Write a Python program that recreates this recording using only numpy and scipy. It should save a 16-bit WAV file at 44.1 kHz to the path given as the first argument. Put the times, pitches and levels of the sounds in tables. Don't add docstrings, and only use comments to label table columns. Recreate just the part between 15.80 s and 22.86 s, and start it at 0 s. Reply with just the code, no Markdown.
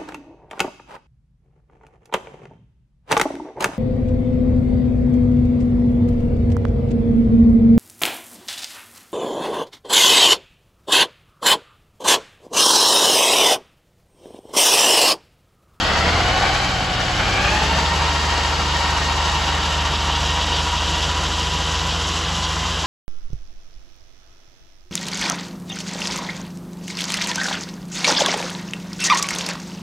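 import sys
import numpy as np
from scipy import signal
from scipy.fft import rfft, irfft, next_fast_len
from scipy.io import wavfile
from scipy.ndimage import uniform_filter1d, map_coordinates

SR = 44100
rng = np.random.default_rng(int(sys.argv[2]) if len(sys.argv) > 2 else 0)


def master(y):
    cut = np.clip(np.atleast_2d(y).T, -1, 1)
    pcm = np.round(cut * 32767)
    wavfile.write(sys.argv[1], SR, pcm.astype(np.int16))


N = 311346
TIME = np.arange(N) / SR

# time_s, firing_rate_hz
ENGINE_SPEED = [(0, 34.3), (0.2, 37.3), (0.43, 42.8), (0.85, 41.8), (1.29, 40.65), (1.5, 46.04),
                (1.65, 49.23), (1.82, 51.72), (2.2, 52.78), (3, 51.87), (4.3, 52.61), (5.1, 53.28),
                (7.06, 57.7)]
# time_s, firing_tone_db, octave_db
EXHAUST_PUSH = [(0, -37, -32.5), (0.28, -34, -25), (0.55, -31, -30), (1.18, -35.5, -33.5), (1.52, -29, -28),
                (1.8, -29, -35), (2.1, -32.3, -42), (4.6, -31, -55), (7.06, -32.5, -45)]
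# multiple_of_firing_rate, level_db (against the base level of the rumble)
EXHAUST_OVERTONES = [(3, -15.5), (4, -29), (6, -10.5)]
ENGINE_LEVELS = {"rumble": (-37, 1, 3.4), "boom": (-38, 0.38, 2.3)}
# (per Hz, relative)
RUMBLE_SPECTRUM = [(20, -22), (45, 0), (80, 2.5), (105, 3), (140, 1), (179, -1.5), (215, -2), (300, -2),
                   (385, -4.5), (470, -7.5), (600, -4.5), (900, -4), (2000, -75)]
# (per Hz, relative)
BODY_SHAKE = [(90, -28), (160, -7.5), (178, -1), (200, -7), (300, -28)]
# frequency_hz, width_hz, level_db
HOLLOWS = [(177.9, 12.6, 1), (173, 38, -6), (208, 11, -6.5)]
# peak_s, boom_rise_db
SHUDDERS = [(0.33, 8.5), (1.05, 2), (1.8, 10)]
SHUDDER_S = 0.12

# time_s, blade_beat_hz
MOWER_SPEED = [(0, 50.26), (0.2, 52.57), (0.43, 57.57), (0.68, 61.45), (0.88, 61.54), (1.12, 58.37),
               (1.35, 58.5), (1.52, 61.48), (1.92, 72.6), (2.25, 75.24), (2.65, 74.9), (3.15, 75),
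               (3.5, 74.86), (4.3, 75.05), (4.65, 76.76), (5.1, 76.72), (5.45, 78.6), (5.8, 78.3),
               (6.25, 79.53), (7.06, 81.3)]
MOWER_LEVELS = {"beat": (-24, 1.6, 2.84), "octave": (-31.5, -0.62, 0.81), "overtones": (-35.5, 0.91, 2.8),
                "buffet": (-38.5, 0, 1), "whine": (-30, 0.71, 6), "chatter": (-28, 1.6, 3),
                "groan": (-42, 11.6, 2.5), "gears": (-24.5, 0, 8.7), "rasp": (-23.5, 0.75, 13.2),
                "steel": (-27, 1.3, 5.84), "blades": (-29, 0.36, 2.7), "swish": (-27.5, 0.26, 15.2),
                "spray": (-35, 1, 0.35)}
# multiple_of_beat, level_db
BEAT_OVERTONES = [(3, -15.5), (4, -10), (5, -10.5), (6, -8.5), (8, -19), (9, -11.5)]
# frequency_hz, width_hz
HOOD_AIR = [(75, 17), (122, 24)]
OCTAVE_FLOOR_DB = -5.5

# time_s, main_mesh_db, second_mesh_db (added to the whine level)
WHINE = [(0.05, -2, -6), (0.25, 2, 4), (0.5, 2, -2), (0.73, 5.5, -4), (1.05, 2, -23), (1.3, -3, 0),
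         (1.58, -1, -5), (1.82, 6, -16), (2.45, 6, -2), (2.8, 1, 0), (3.25, 5.5, -8), (3.8, 3, 1),
         (4.3, 4, -8), (4.9, 8.5, -7), (5.4, 6.5, -8), (5.95, 6, -5), (6.4, -1, -6), (6.7, 5, -10),
         (7.06, 4, -14)]
# multiple_of_mesh_rate, level_db
MESH_OVERTONES = [(2, -16), (3, -9)]
# multiple_of_beat, level_db
LESSER_GEARS = [(11.5, -11), (12.86, -12), (13.5, -7), (24.6, -16), (25, -19)]
# time_s, level_db
GEAR_NOISE = [(0, -9), (0.65, 2), (1.15, -3), (1.7, -2), (2.3, 1), (2.9, 0.5), (3.5, 3.5), (4.1, -1.5),
              (4.6, 0.5), (5.2, -4), (7.06, -2)]
# multiple_of_beat, width_hz, level_db
CHATTER = [(12.6, 72, -2), (13.45, 57, -10), (15.1, 63, -10), (12.5, 360, 0.5)]
# multiple_of_beat, width_hz, level_db
RASP = [(18.15, 58, -6), (24.7, 107, 2.5), (30.17, 330, 0.5), (37.67, 300, 2.5), (50.4, 86, 1.5),
        (63.9, 81, -3.5)]
# multiple_of_beat, width_hz, level_db
STRAIN = [(18.3, 40, -6), (21.94, 200, -7.5), (25.26, 57, -2.5), (26.93, 87, -1.5), (36.23, 150, -0.5),
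          (38.5, 150, 0.5), (41.3, 200, -5)]
# multiple_of_beat, width_hz, level_db
GROAN = [(8.95, 20, -1), (8, 29, -5.5), (12.6, 38, 2), (6, 63, -6.5)]

# (per Hz, relative)
STEEL_SPECTRUM = [(300, -7.5), (390, -8.5), (470, -1.5), (600, -5), (750, 1.5), (1000, -3.5), (1300, 1),
                  (1550, -1.5), (1900, -3), (2250, -7), (2800, -8), (4500, -18), (6000, -37), (9000, -67)]
# frequency_hz, width_hz, level_db
GUARD_MODES = [(551, 15, 6), (788, 16, 8), (1155, 68, 7), (1290, 37, 0.5), (1397, 66, -4.5),
               (1518, 22, 5.5), (1846, 9.9, 2), (2370, 46, -2)]

# time_s, stalks_on_blades_db, leaves_swishing_db
CROP = [(0, 1.5, -4.5), (0.75, 0, 1.5), (1.05, -0.5, -2.3), (1.55, 2, -3), (1.9, 0.5, 0.5), (2.55, 1, 2),
        (3.2, 0.8, 2), (4.05, 3.5, -2), (4.5, 6, -3.5), (5.3, 5.5, -1.3), (7.06, 3.5, 0.5)]
# (per Hz, relative)
SNAP_SPECTRUM = [(1200, -41), (2300, -14), (2600, 0), (2850, 6.5), (3150, 6.5), (3550, 3), (3850, 3),
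                 (4200, -7), (4700, -1.5), (5600, -6), (8000, -101)]
# frequency_hz, width_hz, level_db
BLADE_MODES = [(2870, 42, 20), (3040, 91, 0), (3055, 79, 20)]
# (per Hz, relative)
SWISH_SPECTRUM = [(2500, -1), (3700, -4.5), (4200, 7.5), (4700, 6.5), (5200, -4), (7000, -54), (9000, -103)]
# (per Hz, relative)
SPRAY_SPECTRUM = [(2000, -33), (4000, 3.5), (5000, 2), (5800, 5.5), (7200, 1.5), (8000, 1), (9000, -30),
                  (9800, -5), (10500, -13.5), (11600, -14.5), (12200, -57)]

# time_s, distance_m
DISTANCE = [(0, 3.13), (0.7, 4.05), (1.5, 4.22), (4, 5.17), (7.06, 7.63)]
FULL_LOAD_HZ_PER_S = 11.6
LOAD_LAG_S = 0.1
CANVAS_SWAY_S = 0.00012

# time_s, left_minus_right_db, wide_share
IMAGE = [(0, 1.3, 1), (1.8, .7, .95), (3.4, 0.6, .9), (4.0, 0.2, .55), (4.3, 0.1, 0), (7.06, 0.1, 0)]
# frequency_hz, side_minus_mid_db
WIDE = [(60, -30), (200, -23), (400, -19), (750, -11), (1000, -13), (1500, -4.5), (2100, -8), (2800, -6),
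        (4200, -11), (4800, -6), (5600, -5), (7000, -22)]
# frequency_hz, side_minus_mid_db
NARROW = [(60, -32), (400, -23), (1000, -21), (1500, -14), (2300, -26), (2900, -24), (4300, -37)]
# frequency_hz, left_lead_deg
TREBLE_PHASE = [(7400, 0), (8000, 90), (8500, 180), (9400, 180), (10200, 90), (10600, 0)]
TOP_HZ = 11800


def exhaust(hz, db):
    firing = angle(hz)
    tone_db, octave_db = curves(EXHAUST_PUSH)
    tone = undb(tone_db) * np.cos(firing) * (1 + 0.06 * wander(7))
    octave = undb(octave_db) * np.cos(2 * firing) * (1 + 0.15 * wander(2.1))
    upper = undb(db["rumble"]) * overtones(hz, EXHAUST_OVERTONES)
    return np.sqrt(2) * (tone + octave + upper)


def rumble(hz, db):
    puffs = noise() * (1 + 0.38 * np.cos(angle(hz)))
    roar = unit(colour(puffs, RUMBLE_SPECTRUM)) * undb(db["rumble"] + 6 + 0.42 * shudders())
    boom = ring(colour(noise(), BODY_SHAKE), HOLLOWS, drift=0.0157)
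    return roar + boom * undb(db["boom"] + shudders())


def discs(hz, beat, db):
    tone_db = db["beat"] + 1.35 * resonance_db(hz, *HOOD_AIR[0])
    tone = undb(tone_db) * (1 + 0.035 * wander(12)) * np.cos(beat)
    octave_db = db["octave"] + np.maximum(resonance_db(2 * hz, *HOOD_AIR[1]), OCTAVE_FLOOR_DB)
    octave = undb(octave_db) * (1 + 0.3 * wander(12.0)) * np.cos(2 * beat)
    upper = undb(db["overtones"]) * overtones(hz, BEAT_OVERTONES)
    eddies = wander(17.0) * np.cos(2 * beat) + wander(12.0) * np.sin(2 * beat)
    eddies = undb(db["buffet"]) * (hz / hz.max()) ** 4 * eddies
    return np.sqrt(2) * (tone + octave + upper) + eddies


def gear_whine(beat, main_db, second_db, gears_db):
    main_angle, second_angle = 12.5 * beat, 18.12 * beat
    main_angle = main_angle + 0.6 * np.sin(shaft_angle(beat)) + 0.34 * wander(9)
    upper = sum(undb(db + 2.5 * wander(4.2)) * np.cos(order * main_angle + 1.33 * wander(13.4))
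                for order, db in MESH_OVERTONES)
    main = (np.cos(main_angle) + upper) * undb(main_db - 1.1 + 0.53 * wander(13))
    main = main * shaft_throb(beat, depth=0.49)
    second = np.cos(second_angle + 0.67 * wander(14)) * undb(second_db)
    second = second * shaft_throb(beat, depth=0.52)
    lesser = sum(undb(db + 1.2 * wander(2.2)) * np.cos(order * beat + 1.0 * wander(14))
                 for order, db in LESSER_GEARS)
    return main + second + lesser * shaft_throb(beat, depth=0.14) * undb(gears_db)


def gear_chatter(drive_hz, beat, chatter_db, rasp_db):
    chatter = bands(beat, CHATTER) * shaft_throb(beat, depth=0.054) * undb(chatter_db + 0.5)
    rasp = bands(beat, RASP) * shaft_throb(beat, depth=0.068) * undb(rasp_db)
    torque = np.maximum(uniform_filter1d(np.gradient(drive_hz), size=SR // 4), 0)
    strain = bands(beat, STRAIN) * (torque / torque.max()) ** 1.06 * undb(-26.5)
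    return (chatter + rasp + strain) * undb(1.6 * wander(27))


def gear_groan(beat, groan_db):
    return bands(beat, GROAN) * undb(groan_db)


def clatter(beat, steel_db):
    knocks = unit(colour(ticks(per_second=6000, spread_db=1.5), STEEL_SPECTRUM))
    rings = ring(ticks(per_second=4000, spread_db=5.0), GUARD_MODES, drift=0.00613)
    steel = undb(2.0) * knocks + undb(-4.5) * rings
    return steel * shaft_throb(beat, depth=0.078) * undb(steel_db + 1.0 + 0.5 * wander(3.6))


def cutting(blade_db, swish_db, spray_db):
    snaps = unit(colour(ticks(per_second=12000, spread_db=2.0), SNAP_SPECTRUM))
    rings = ring(ticks(per_second=8800, spread_db=6.5), BLADE_MODES, drift=0.025)
    blades = (undb(-0.5) * snaps + undb(-15.5) * rings) * undb(blade_db + 1.26 * wander(18.6))
    swish = unit(colour(noise(), SWISH_SPECTRUM)) * undb(swish_db + 2.0 + 0.5 * wander(9.2))
    spray = unit(colour(ticks(per_second=20000, spread_db=2), SPRAY_SPECTRUM))
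    spray = spray * undb(spray_db + 1.25 + 1.0 * wander(16))
    return blades + swish + spray


def hood(x, wet_db, count=10):
    lags_s = rng.uniform(1 / 500, 1 / 45, count)
    signs = rng.choice([-1, 1], count)
    echoes = sum(sign * delayed(x, lag + CANVAS_SWAY_S * wander(1.44)) for sign, lag in zip(signs, lags_s))
    echoes = echoes / np.sqrt(count)
    echoes = signal.sosfilt(signal.butter(2, 1200, "high", fs=SR, output="sos"), echoes)
    return (x + undb(wet_db) * echoes) / np.hypot(1, undb(wet_db))


def levels(hz, table):
    pull = np.tanh(np.gradient(hz) * SR / FULL_LOAD_HZ_PER_S)
    step = 1 / (LOAD_LAG_S * SR)
    load = signal.lfilter([step], [1, step - 1], pull)
    metres, = curves(DISTANCE)
    doublings = np.log2(metres / metres[0])
    return {part: base_db + load_db * load - fade_db * doublings
            for part, (base_db, load_db, fade_db) in table.items()}


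def shaft_angle(beat):
    return 0.18 * beat + 2.35


def shaft_throb(beat, depth):
    return 1 + depth * np.cos(shaft_angle(beat))


def shudders():
    return sum(db / (1 + ((TIME - s) / SHUDDER_S) ** 2) for s, db in SHUDDERS)


def resonance_db(hz, centre_hz, width_hz):
    return -10 * np.log10(1 + (2 * (hz - centre_hz) / width_hz) ** 2)


def hollow_gain(hz):
    return sum(undb(db) / np.hypot(1, 2 * (hz - centre) / width) for centre, width, db in HOLLOWS)


def overtones(hz, table):
    turn = angle(hz)
    total = 0
    for order, db in table:
        gain = undb(db + 2.1 * wander(2.4)) * (1 + 1.4 * hollow_gain(order * hz) ** 2)
        total = total + gain * np.cos(order * turn + 0.62 * wander(10.7))
    return total


def bands(beat, table):
    out = 0
    for order, width, db in table:
        rows = [wander(width / 2) * np.cos(order * beat) + wander(width / 2) * np.sin(order * beat)
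                for _ in range(2)]
        out = out + undb(db) * np.array(rows)
    return unit(out)


def ring(x, modes, drift):
    rung = sum(undb(db) * signal.lfilter(*signal.iirpeak(hz, hz / width, fs=SR), x)
               for hz, width, db in modes)
    return unit(delayed(rung, np.cumsum(drift * wander(2.5)) / SR))


def ticks(per_second, spread_db):
    struck = rng.random((2, N)) < per_second / SR
    return unit(struck * noise() * undb(spread_db * noise()))


def noise():
    return rng.standard_normal((2, N))


def wander(hz):
    low = signal.butter(2, min(hz, SR / 4), fs=SR, output="sos")
    return unit(signal.sosfilt(low, rng.standard_normal(N)))


def colour(x, points):
    size = next_fast_len(N)
    hz, db = np.transpose(points)
    bins_hz = np.maximum(np.arange(size // 2 + 1) * SR / size, 1)
    gain = undb(np.interp(np.log(bins_hz), np.log(hz), db))
    return irfft(rfft(x, size) * gain, size)[..., :N]


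def delayed(x, lag_s):
    return np.array([map_coordinates(row, [(TIME - lag_s) * SR], order=1, mode="mirror") for row in x])


def angle(hz):
    return 2 * np.pi * np.cumsum(hz) / SR


def curves(table):
    s, *columns = np.transpose(table)
    return [np.interp(TIME, s, c) for c in columns]


def unit(x):
    return x / np.sqrt(np.mean(x ** 2))


def undb(db):
    return 10 ** (np.asarray(db) / 20)


def scene():
    (engine_hz,), (mower_hz,) = curves(ENGINE_SPEED), curves(MOWER_SPEED)
    engine_db, db = levels(engine_hz, ENGINE_LEVELS), levels(mower_hz, MOWER_LEVELS)
    beat = angle(mower_hz)
    (main_db, second_db), (rough_db,) = curves(WHINE), curves(GEAR_NOISE)
    stalks_db, leaves_db = curves(CROP)

    tones = exhaust(engine_hz, engine_db) + discs(mower_hz, beat, db)
    tones = tones + gear_whine(beat, db["whine"] + main_db, db["whine"] + second_db, db["gears"] + rough_db)

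    drive = rumble(engine_hz, engine_db)
    drive = drive + gear_chatter(engine_hz + mower_hz, beat, db["chatter"] + rough_db,
                                 db["rasp"] + 0.69 * rough_db)
    drive = drive + gear_groan(beat, db["groan"]) + clatter(beat, db["steel"])

    spray_db = db["spray"] + 0.51 * stalks_db + 0.45 * leaves_db
    crop = cutting(db["blades"] + stalks_db, db["swish"] + leaves_db, spray_db)
    crop = crop * shaft_throb(beat, depth=0.045)

    mid, spread = hood(drive + crop, wet_db=-10.5)
    left_db, wide = curves(IMAGE)
    wide = np.clip(wide, 0, 1)
    side = wide * colour(spread, WIDE) + (1 - wide) * colour(spread, NARROW)
    left = (mid + side) * undb(left_db / 2)
    right = (mid - side) * undb(-left_db / 2)
    return tones + np.array([left, right])


def record(dry):
    size = next_fast_len(N)
    bins_hz = np.arange(size // 2 + 1) * SR / size
    lead = np.radians(np.interp(bins_hz, *np.transpose(TREBLE_PHASE)))
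    turned = rfft(dry, size) * np.exp(0.5j * np.array([lead, -lead]))
    heard = irfft(turned, size)[:, :N]
    return signal.sosfilt(signal.ellip(8, 0.2, 70, TOP_HZ, fs=SR, output="sos"), heard)


dry = scene()
out = record(dry)
master(out)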